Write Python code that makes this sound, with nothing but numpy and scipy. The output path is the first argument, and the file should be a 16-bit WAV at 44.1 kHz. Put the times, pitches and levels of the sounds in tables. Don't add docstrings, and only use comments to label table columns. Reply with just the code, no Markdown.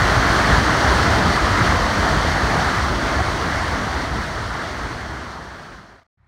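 import sys
import numpy as np
from scipy import signal
from scipy.fft import rfft, irfft
from scipy.io import wavfile

SR = 44100
rng = np.random.default_rng(int(sys.argv[2]) if len(sys.argv) > 2 else 0)


def log_audio(samples):
    frames = np.atleast_2d(samples).T
    limited = np.clip(frames, -1, 1)
    pcm = np.round(limited * 32767).astype(np.int16)
    wavfile.write(sys.argv[1], SR, pcm)


N = 276507

# (frequency [Hz], relative level [dB])
RUMBLE_TONE = [(13, -52), (22, -22), (33, -14), (44, -0.5), (64, 3), (104, -0.5), (145, -6), (200, -13.5),
               (260, -43.5), (440, -120)]
# (frequency [Hz], relative level [dB])
BOIL_TONE = [(82, -29.5), (140, -3.5), (200, -2.5), (274, -2), (390, -4.5), (505, -8), (560, -11.5),
             (620, -17.5), (900, -59), (1500, -120)]
# (frequency [Hz], relative level [dB])
FROTH_TONE = [(200, -69), (380, -31), (540, -9), (600, -4), (680, -2), (794, -4), (1250, -2), (1700, -4),
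              (2050, -7.5), (2300, -14.5), (2600, -21), (3380, -42.5), (5720, -120)]
# (frequency [Hz], relative level [dB])
SPRAY_TONE = [(1400, -27), (2400, -10), (2620, -4), (3090, 0.5), (3820, -2), (4440, 1), (5000, -4.5),
              (5900, -4.5), (7600, -15), (8300, -14.5), (9500, -16.5), (10500, -24.5), (11300, -24),
              (13300, -29), (16500, -28)]
# (time [s], rumble level [dB], boil level [dB], froth level [dB])
SURGES = [(0.0, 0.5, -2.5, 0.3), (0.2, -1.5, -1, 0), (0.33, -1, -1.5, 1), (0.44, -4, -1, 0),
          (0.52, 1, 3, 1.3), (0.62, -2.5, .5, -0.9), (0.75, -1, -2, 0.5), (0.95, 0, 0, .2), (1.1, 0, 0, 0),
          (1.27, -1, 2, 0), (1.4, -1.5, -2.5, -0.9), (1.47, -1, -0.5, 0), (1.5, -7, -2, -0.5),
          (1.55, -7, -3, 0), (1.58, 0, 1.5, 1), (1.63, 1, 1.5, -0.5), (1.68, -2, 1.5, .5),
          (1.8, -0.5, -2, -1), (1.95, -1, -1, -0.5), (2.06, -3, -0.5, 0.5), (2.2, 1.5, 0, -0.5),
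          (2.35, 0, 0, 0.2), (2.65, -2.5, 1, 1), (2.8, -0.5, -3, 0), (2.92, -1, 0, -1), (3.08, -1, 0, -0.5),
          (3.3, -0.5, 0, 0), (3.43, -3.5, 1.5, 0), (3.6, -0.5, -1.5, 1.2), (3.85, -1, 2, -0.5),
          (4.02, 0, 1.5, 1), (4.11, 1.5, 0, -2), (4.2, -0.5, 1.5, 1), (4.3, -0.5, -1, -0.5),
          (4.5, 2, -1.5, -0.1), (4.65, -4, -0.5, 0.5), (4.8, 0.5, 1.5, 1), (4.95, 1, 0, 0),
          (5.2, 0, 1.5, 0), (5.5, -2, -1.5, -0.5), (5.72, 1, 2, 1.5), (5.86, 0, 2, 0.5), (6.0, 1, 0, 3.5)]
RUMBLE_DB, BOIL_DB, FROTH_DB, SPRAY_DB = -20.5, -23.5, -18.0, -28.5
SPRAY_FOLLOWS = 0.7


def white_water():
    rumble_surge_db, boil_surge_db, froth_surge_db = in_time(SURGES)
    rumble = churn(RUMBLE_TONE, 300, size_spread_db=2.0, heave_db=-0.1, patchy_db=0.16, patch_hz=7.1)
    boil = churn(BOIL_TONE, 1000, size_spread_db=2.2, heave_db=0.5, patchy_db=1.2, patch_hz=5.0)
    froth = churn(FROTH_TONE, 3000, size_spread_db=2.2, heave_db=0.5, patchy_db=1.0, patch_hz=5.0)
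    spray = churn(SPRAY_TONE, 12000, size_spread_db=2, heave_db=0.4, patchy_db=0.5, patch_hz=12.0)

    water = from_db(RUMBLE_DB + rumble_surge_db) * rumble
    water += from_db(BOIL_DB + boil_surge_db) * boil
    water += from_db(FROTH_DB + froth_surge_db) * froth
    water += from_db(SPRAY_DB + SPRAY_FOLLOWS * froth_surge_db) * spray
    return water


def churn(tone, per_s, size_spread_db, heave_db, patchy_db, patch_hz):
    hz = np.maximum(np.fft.rfftfreq(N, 1 / SR), 1)
    tone_hz, tone_db = np.array(tone).T
    colour = from_db(np.interp(np.log(hz), np.log(tone_hz), tone_db))

    thirds = 3 * np.log2(hz)
    lowest = int(3 * np.log2(tone_hz[0]))
    highest = int(3 * np.log2(tone_hz[-1])) + 1

    heave = drift(14.0)
    out = np.zeros(N)
    for band in range(lowest, highest + 1):
        share = np.cos(np.pi / 2 * np.clip(thirds - band, -1, 1))
        clicks = bursts(per_s, size_spread_db)
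        family = irfft(rfft(clicks) * share * colour, N)
        flicker = drift(patch_hz)
        out += from_db(heave_db * heave + patchy_db * flicker) * family
    return rms_one(out)


def bursts(per_s, size_spread_db):
    size_db = size_spread_db * np.minimum(rng.exponential(1, N), 5)
    clicks = from_db(size_db) * rng.choice([-1, 1], N)
    happens = rng.random(N) < per_s / SR
    return rms_one(clicks * happens)


def drift(corner_hz):
    step = 40
    warm_up = 2000
    r = np.exp(-2 * np.pi * corner_hz * step / SR)
    noise = rng.standard_normal(N // step + warm_up + 2)
    slow = signal.lfilter([1], [1, -2 * r, r * r], noise)[warm_up:]
    return np.interp(np.arange(N) / step, np.arange(len(slow)), rms_one(slow))


FADE_END_S, FADE_LENGTH_S = 6.042, 4.91
FADE_STEPS_PER_S = 30


def fade_out():
    step_s = np.floor(np.arange(N) / SR * FADE_STEPS_PER_S) / FADE_STEPS_PER_S
    return np.clip((FADE_END_S - step_s) / FADE_LENGTH_S, 0, 1)


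# (time [s], level before rise and decay [dB], pitch [Hz])
HEAVY_PLUNGES = [(0.149, -4.5, 120.5), (0.05, -10, 60), (0.18, -4, 52), (0.5, -6, 60), (0.88, -5, 60),
                 (0.572, -4, 106), (1.12, -12, 75), (1.24, -9, 185.5), (1.255, -11, 75.5), (1.5, -5, 99),
                 (1.603, -2.5, 110), (1.61, -8.5, 169), (1.688, -6, 85), (1.81, -6, 60), (1.98, -4, 80),
                 (2.139, -5, 57), (2.416, -12, 75.4), (2.57, -8.5, 165), (2.76, -10.5, 100),
                 (2.82, -10, 60), (2.95, -8, 65), (3.19, -11, 110), (3.13, -14, 80), (3.27, -14, 85),
                 (3.33, -7, 65), (3.61, -7, 87), (3.72, -13, 70), (4.1, -9, 65), (4.79, -20, 70),
                 (5.0, -17, 95), (4.38, -13.5, 109), (5.099, -24.5, 95)]


def plunges():
    return air_pockets(HEAVY_PLUNGES, rise_s=0.021, t60_s=0.15)


# (time [s], level before rise and decay [dB], pitch [Hz])
WATER_SLAPS = [(0.308, -8, 1380), (1.168, -13, 910), (1.375, -6.5, 1160), (2.554, -15, 1100),
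               (3.191, -12, 713), (3.203, -10, 740)]


def slaps():
    return air_pockets(WATER_SLAPS, rise_s=0.0011, t60_s=0.03)


def air_pockets(rows, rise_s, t60_s):
    out = np.zeros(N)
    t = np.arange(N) / SR
    start_turns = rng.random(len(rows))
    for (start_s, level_db, hz), turn in zip(rows, start_turns):
        age = np.maximum(t - start_s, 0)
        rise = 1 - np.exp(-age / rise_s)
        decay = from_db(-60 * age / t60_s)
        out += from_db(level_db) * rise * decay * np.sin(2 * np.pi * (hz * age + turn))
    return out


# (frequency [Hz], relative level [dB])
RIVER_TONE = [(20, -50.5), (45, -9.5), (82, -9), (114, -9), (185, -14), (230, -22), (330, -26), (480, -36),
              (690, -26), (1870, -26), (2750, -43), (4500, -46), (6500, -56), (12000, -65), (15600, -93),
              (22000, -120)]
# (frequency [Hz], peak level relative to the water's rms [dB])
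HUM_TONES = [(84, 0), (115, 1), (182, -5)]
RIVER_START_S, RIVER_ONSET_S = 6.172, 0.005
RIVER_ENTRY_DB, RIVER_DB, RIVER_RISE_S = -69, -57.5, 0.11


def river():
    age = np.arange(N) / SR - RIVER_START_S
    onset = np.clip(age / RIVER_ONSET_S, 0, 1)
    growth = np.interp(age, [0, RIVER_RISE_S], from_db([RIVER_ENTRY_DB, RIVER_DB]))
    water = churn(RIVER_TONE, 4000, size_spread_db=1.0, heave_db=0, patchy_db=0.7, patch_hz=12.0)
    hum = np.zeros(N)
    for hz, level_db in HUM_TONES:
        hum += from_db(level_db) * np.sin(2 * np.pi * (hz * age + rng.random()))
    return onset * growth * (water + hum)


def in_time(rows):
    times_s, *columns = np.transpose(rows)
    return [np.interp(np.arange(N) / SR, times_s, column) for column in columns]


def rms_one(x):
    return x / np.sqrt(np.mean(x ** 2) + 1e-20)


def from_db(db):
    return 10 ** (np.asarray(db) / 20)


def scene():
    gate = fade_out() * white_water()
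    blows = plunges() + slaps()
    return (gate + blows + river())[None]


def record(dry):
    low_pass = signal.ellip(12, 0.3, 80, 15750, fs=SR, output="sos")
    return signal.sosfilt(low_pass, dry)


dry = scene()
out = record(dry)
log_audio(out)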